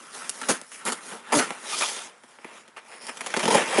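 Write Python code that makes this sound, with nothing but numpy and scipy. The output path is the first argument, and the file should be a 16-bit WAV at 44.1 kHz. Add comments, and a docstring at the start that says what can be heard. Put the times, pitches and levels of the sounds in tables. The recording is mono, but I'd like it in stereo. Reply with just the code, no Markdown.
"""At a cardboard box in a still room, close to a two-port microphone: a small blade is pushed in jerks
through packing tape. Every contact is a stream of tiny stick-slip clicks: the tape answers with a bright
hiss, the card with a dry scratch, the hollow box with low modes. Midway the box is slid round with a squeak,
a fluttering tone with its octave; then the long cut begins. Reflections and faint steady noise lie behind."""
import sys
import numpy as np
from scipy import signal
from scipy.fft import irfft
from scipy.io import wavfile
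from scipy.ndimage import uniform_filter1d

SR = 44100
rng = np.random.default_rng(int(sys.argv[2]) if len(sys.argv) > 2 else 0)


def magnitude_from_level(level_db):
    """Linear magnitude for a level in decibels (20 dB per decade)."""
    exponent = np.asarray(level_db, float) / 20
    return 10 ** exponent


def bounce(signal):
    """Save signal as a 16-bit WAV file at the path given by the first command-line argument."""
    frames = np.transpose(np.atleast_2d(signal))
    limited = np.clip(frames, -1, 1)
    pcm = np.round(limited * 32767).astype(np.int16)
    wavfile.write(sys.argv[1], SR, pcm)


N = 167580

# jerks of the blade and taps of the hand:
# start_s, scratch_db (before JERK_GAIN_DB), box_db and tape_db (re scratch), hold_s
JERKS = [(0.294, -27.5, -16, 20.5, 0.005), (0.415, -19.5, -3.5, 1, 0.0056), (0.429, -21, -11, -16, 0.013),
         (0.485, -10, 0.5, 6.5, 0.023), (0.615, -38, 1.5, 12.5, 0.0025), (0.717, -31, -25, 5, 0.0072),
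         (0.852, -34.5, 12.5, 20, 0.0059), (0.859, -15, -4, 3, 0.031), (0.9208, -16.5, -11, 6, 0.0086),
         (1.11, -29.5, 2, 0, 0.042), (1.321, -9.5, -2.5, 2, 0.02), (1.346, -14, -0.5, 9, 0.037),
         (1.388, -7.5, -5.5, -0.5, 0.0114), (1.506, -15.5, -5, -13, 0.0038), (1.782, -32, -25, 18.5, 0.015),
         (1.806, -14.5, -37, 2.5, 0.027), (2.236, -40, 5.5, 0, 0.0051), (2.387, -36.5, 0, -24, 0.0039),
         (2.445, -27.5, 2.5, -7.5, 0.0053), (2.679, -38.5, 0.5, 1, 0.0056), (2.763, -27, -17.5, -6.5, .022),
         (3.068, -28.5, -12, 6, 0.0054), (3.083, -21.5, -4, -2.5, 0.013), (3.171, -28, -13, 4.5, 0.0066),
         (3.208, -17, -8.5, -1, 0.0067), (3.262, -18.5, -8, 3, 0.0088), (3.303, -28.5, -1, 4, 0.0075),
         (3.34, -9.5, -10, -8.5, 0.0057), (3.365, -10.5, 2, 0, 0.008), (3.391, -17.5, -0.5, 2, 0.015),
         (3.43, -16, 7.5, 1.5, 0.0086), (3.455, -12.5, 3.5, -1, 0.0049), (3.478, -14.5, 10.5, 2.5, 0.0072),
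         (3.503, -12.5, 4, 0, 0.012), (3.519, -16.5, 7, 4.5, 0.016), (3.545, -12.5, 11, 3.5, 0.0105),
         (3.569, -8, -3, -6, 0.011), (3.781, -17.5, 13.5, 6, 0.0076)]
# steady rubbing of hands, blade and box bottom: time_s, scratch_db, tape_db (re scratch)
RUB = [(0, -48.5, 1.5), (0.101, -52, 4), (.15, -43, 7.5), (.26, -44.5, 4.5), (.33, -48, 7),
       (.46, -41.5, 3.5), (0.549, -38, 5), (.61, -49.5, -0.5), (.7, -63.5, 14), (.74, -49.5, 11),
       (.84, -47.5, -2.5), (.915, -39, 3), (1.0, -47.5, 0.5), (1.09, -44, 6.5), (1.229, -51, -4.5),
       (1.42, -29, 0), (1.49, -39, -2), (1.596, -46.5, 1), (1.73, -38, 9.5), (1.86, -37, 8.5),
       (2.061, -45.5, 4.5), (2.12, -56, -2), (2.22, -67, 5.5), (2.31, -58, 4), (2.38, -62, 1.5),
       (2.47, -50.5, -4), (2.59, -50.5, 0), (2.64, -59, -1.5), (2.76, -66, 1), (2.94, -45.5, -4.5),
       (3.0, -53.5, -1.5), (3.02, -47, 1.5), (3.15, -48.5, 0.5), (3.49, -33, 2), (3.598, -24, -4),
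       (3.658, -34, -1.5), (3.8, -24, -2)]
# squeaks, and groans of the card under the dragging blade:
# start_s, length_s, level_db, pitch_hz, octave_db (re first partial)
SQUEAKS = [(1.72, .042, -29, 1230, -5), (1.82, .02, -32, 1215, 11), (1.34, .056, -18, 300, -6),
           (1.408, .022, -27, 1250, -12), (3.725, .022, -24, 780, -12)]
# relative spectrum of the card: freq_hz, near_end_db, after_turn_db
CARD = [(120, -50, -58.5), (346, 0, -5), (710, 0, 2.5), (1400, 7, 1.5), (2350, 0, 2), (3260, -4.5, -7.5),
        (5350, -16.5, -32.5)]
# relative spectrum of the tape: freq_hz, near_end_db, after_turn_db
TAPE = [(1500, -7, -40), (3120, 7, 13), (4200, 5, 5), (5000, 8, 8.5), (7100, 9, 7), (7840, 6.5, 4.5),
        (10400, 13.5, 9), (10200, 11.5, 7)]
# relative modes of box panels and air: freq_hz, near_end_db, after_turn_db, t60_s
BOX = [(174, -3.5, -10, 0.029), (239.3, 2.5, -0.5, 0.056), (310, -1, -2, 0.036), (367, -1, 1, 0.052),
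       (469, 3.5, 4.5, 0.033), (578, 6.5, 6.5, 0.016), (715.6, -2.5, -5.5, 0.066), (807, -2, -3, 0.05),
       (992, 4, 1, 0.023)]
# modes of the blade, creeping in lightly held: freq_hz, level_db (re tape)
BLADE = [(3300, -14), (5400, -9), (9800, -10)]
# relative spectrum of the still room: freq_hz, density_db (per Hz)
FLOOR = [(30, -5), (240, -7), (1500, 1), (4500, -23)]
# balance of the ports: freq_hz, left_minus_right_db
LEAN = [(300, 0), (1500, 1), (11000, -1.5)]

CLICKS_PER_S, CLICK_SPREAD_DB = 7500, 2.8
RISE_HOLDS, FALL_60DB_HOLDS, JERK_GAIN_DB = 0.16, 4.2, -14
SNAP_DB, SNAP_HOLD_S = 17, 0.01  # first slip re jerk, for a hold of SNAP_HOLD_S
RUB_BOX_DB = -8.5  # re scratch
TURN_S, CREEP_S = 1.65, (2.88, 3.13)
BLADE_T60_S = 0.007
PATCH_RMS_DB = 2.2
SQUEAK_WAVER = 0.04  # pitch deviation, fraction
ROOM_T60_S, ROOM_DB, ROOM_SIDE_HZ = 0.1, -9, 1500
FLOOR_GAIN_DB, FLOOR_SIDE = -58.5, 0.47
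BASS_CUT_HZ, TREBLE_EDGE_HZ = 111, 11100


def evened(x):
    """Scale to rms 1."""
    return x / np.sqrt(np.mean(x ** 2) + 1e-20)


def read(points, hz):
    """Interpolate (Hz, dB) points over log frequency."""
    f, value = np.transpose(points)
    return np.interp(np.log(hz + 1), np.log(f + 1), value)


def add(mix, start_s, sound):
    """Add a sound in place, cut at the end of the mix."""
    part = mix[..., round(start_s * SR):][..., :sound.shape[-1]]
    part += sound[..., :part.shape[-1]]


def causal(points):
    """Minimum-phase response of a spectrum, energy 1."""
    hz = abs(np.fft.fftfreq(4096, 1 / SR))
    log_gain = np.log(magnitude_from_level(read(points, hz)))
    phase = -signal.hilbert(log_gain).imag
    taps = np.fft.ifft(np.exp(log_gain + 1j * phase)).real[:2048]
    return taps / np.linalg.norm(taps)


def clicks():
    """Dense stick-slip clicks; card, box and tape feel them with their own signs."""
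    size = magnitude_from_level(CLICK_SPREAD_DB * np.minimum(rng.exponential(1, N), 5))
    slips = rng.random(N) < CLICKS_PER_S / SR
    signs = rng.choice([-1., 1.], (3, N))
    return evened(size * slips) * signs


def force():
    """Drive into card, box, tape: rubbing plus jerks; longer holds rise and fall slower, snap more softly."""
    time_s, scratch_db, rub_tape_db = np.transpose(RUB)
    now = np.arange(N) / SR
    levels_db = [scratch_db + rel_db for rel_db in (0, RUB_BOX_DB, rub_tape_db)]
    power = np.array([magnitude_from_level(2 * np.interp(now, time_s, level_db)) for level_db in levels_db])
    snaps = np.zeros((3, N))
    t = np.arange(9000) / SR
    for start_s, jerk_db, box_db, tape_db, hold_s in JERKS:
        rise = np.minimum(t / (RISE_HOLDS * hold_s), 1)
        fall = magnitude_from_level(-60 * np.maximum(t - hold_s, 0) / (FALL_60DB_HOLDS * hold_s))
        strength = magnitude_from_level(JERK_GAIN_DB + jerk_db + np.array([[0], [box_db], [tape_db]]))
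        add(power, start_s, (strength * rise * fall) ** 2)
        # the first slip is one large click
        snap = -strength * magnitude_from_level(SNAP_DB) * SNAP_HOLD_S / hold_s
        add(snaps, start_s + RISE_HOLDS * hold_s / 2, snap)
    return np.sqrt(power) * clicks() + snaps


def box_ring(turned):
    """The box after one click: decaying modes of alternating sign, energy 1."""
    t = np.arange(8000) / SR
    taps = np.zeros(8000)
    for k, (hz, near_db, turned_db, t60_s) in enumerate(BOX):
        level_db = turned_db if turned else near_db
        taps += (-1) ** k * magnitude_from_level(level_db - 60 * t / t60_s) * np.sin(2 * np.pi * hz * t)
    return taps / np.linalg.norm(taps)


def blade_ring():
    """The blade after one click: decaying modes, each of about energy 1 before its level."""
    t = np.arange(1024) / SR
    fade = magnitude_from_level(-60 * t / BLADE_T60_S)
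    fade *= np.sqrt(2) / np.linalg.norm(fade)
    return fade * sum(magnitude_from_level(db) * np.cos(2 * np.pi * hz * t) for hz, db in BLADE)


def patchy(x):
    """The colour shifts in smoothed random patches of time and frequency as the touched spot moves."""
    z = signal.stft(x, nperseg=256, noverlap=192)[2]
    patch = uniform_filter1d(rng.standard_normal(z.shape), size=30, axis=1)
    patch = evened(uniform_filter1d(patch, size=3, axis=0))
    return signal.istft(z * magnitude_from_level(PATCH_RMS_DB * patch), nperseg=256, noverlap=192)[1][:N]


def contact():
    """The clicks ring card, box and tape, each coloured anew after the turn, and the creeping blade."""
    drive = force()
    late = np.arange(N) > TURN_S * SR
    x = np.zeros(N)
    for turned, active in enumerate((~late, late)):
        card = causal([(hz, db[turned]) for hz, *db in CARD])
        tape = causal([(hz, db[turned]) for hz, *db in TAPE])
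        for push, body in zip(drive, (card, box_ring(turned), tape)):
            x += signal.oaconvolve(push * active, body)[:N]
    creeping = np.digitize(np.arange(N) / SR, CREEP_S) == 1
    x += signal.oaconvolve(drive[2] * creeping, blade_ring())[:N]
    return patchy(x)


def squeaks():
    """Brief, nearly regular slipping: a fluttering, unsteady tone with its octave."""
    out = np.zeros(N)
    for start_s, length_s, level_db, pitch_hz, octave_db in SQUEAKS:
        t = np.arange(0, length_s, 1 / SR)
        wander = uniform_filter1d(rng.standard_normal((2, 2500)), size=120)
        waver, flutter = evened(wander)[:, :len(t)]
        phase = 2 * np.pi * np.cumsum(pitch_hz * (1 + SQUEAK_WAVER * waver)) / SR
        shape = magnitude_from_level(level_db + 3 * flutter) * np.sin(np.pi * t / length_s)
        add(out, start_s, shape * (np.sin(phase) + magnitude_from_level(octave_db) * np.sin(2 * phase)))
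    return out


def room(x):
    """Sparse decaying reflections, different at each port; in the bass both ports hear the same."""
    taps = np.zeros((2, 12000))
    at = np.arange(40, 11980, 20) + rng.integers(0, 20, (2, 597))
    np.put_along_axis(taps, at, rng.choice([-1., 1.], at.shape), 1)
    taps *= magnitude_from_level(-60 * np.arange(12000) / SR / ROOM_T60_S)
    mid = taps.mean(0)
    side = signal.lfilter(*signal.butter(1, ROOM_SIDE_HZ, "high", fs=SR), taps[0] - mid)
    tail = np.array([mid + side, mid - side]) / np.linalg.norm(taps[0])
    return magnitude_from_level(ROOM_DB) * signal.fftconvolve(x[None], tail, axes=1)[:, :N]


def still_room():
    """Faint steady coloured noise, partly shared by both ports."""
    mid, side = rng.standard_normal((2, N))
    pair = np.array([mid + FLOOR_SIDE * side, mid - FLOOR_SIDE * side])
    return magnitude_from_level(FLOOR_GAIN_DB) * signal.oaconvolve(pair, causal(FLOOR)[None], axes=1)[:, :N]


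def scene():
    """Box and blade, their reflections and the still room."""
    near = contact() + squeaks()
    return near + room(near) + still_room()


def top_cut(x):
    """Nothing passes above the cut-off."""
    return signal.sosfilt(signal.butter(12, 12390, fs=SR, output="sos"), x)


def record(dry):
    """The ports lean with frequency; then a bass cut and a steep band limit."""
    hz = np.fft.rfftfreq(2048, 1 / SR)
    half_lean_db = read(LEAN, hz) / 2
    taps = irfft(magnitude_from_level([half_lean_db, -half_lean_db]))
    taps = np.roll(taps, 1024, axis=1) * np.hanning(2048)
    x = signal.oaconvolve(dry, taps, axes=1)[:, 1024:1024 + N]  # filter delay removed
    x = signal.sosfilt(signal.butter(4, BASS_CUT_HZ, "high", fs=SR, output="sos"), x)
    band = signal.firwin(301, TREBLE_EDGE_HZ, window=("kaiser", 6.), fs=SR)
    mix = signal.oaconvolve(x, band[None], "same")
    return top_cut(mix)


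dry = scene()
out = record(dry)
bounce(out)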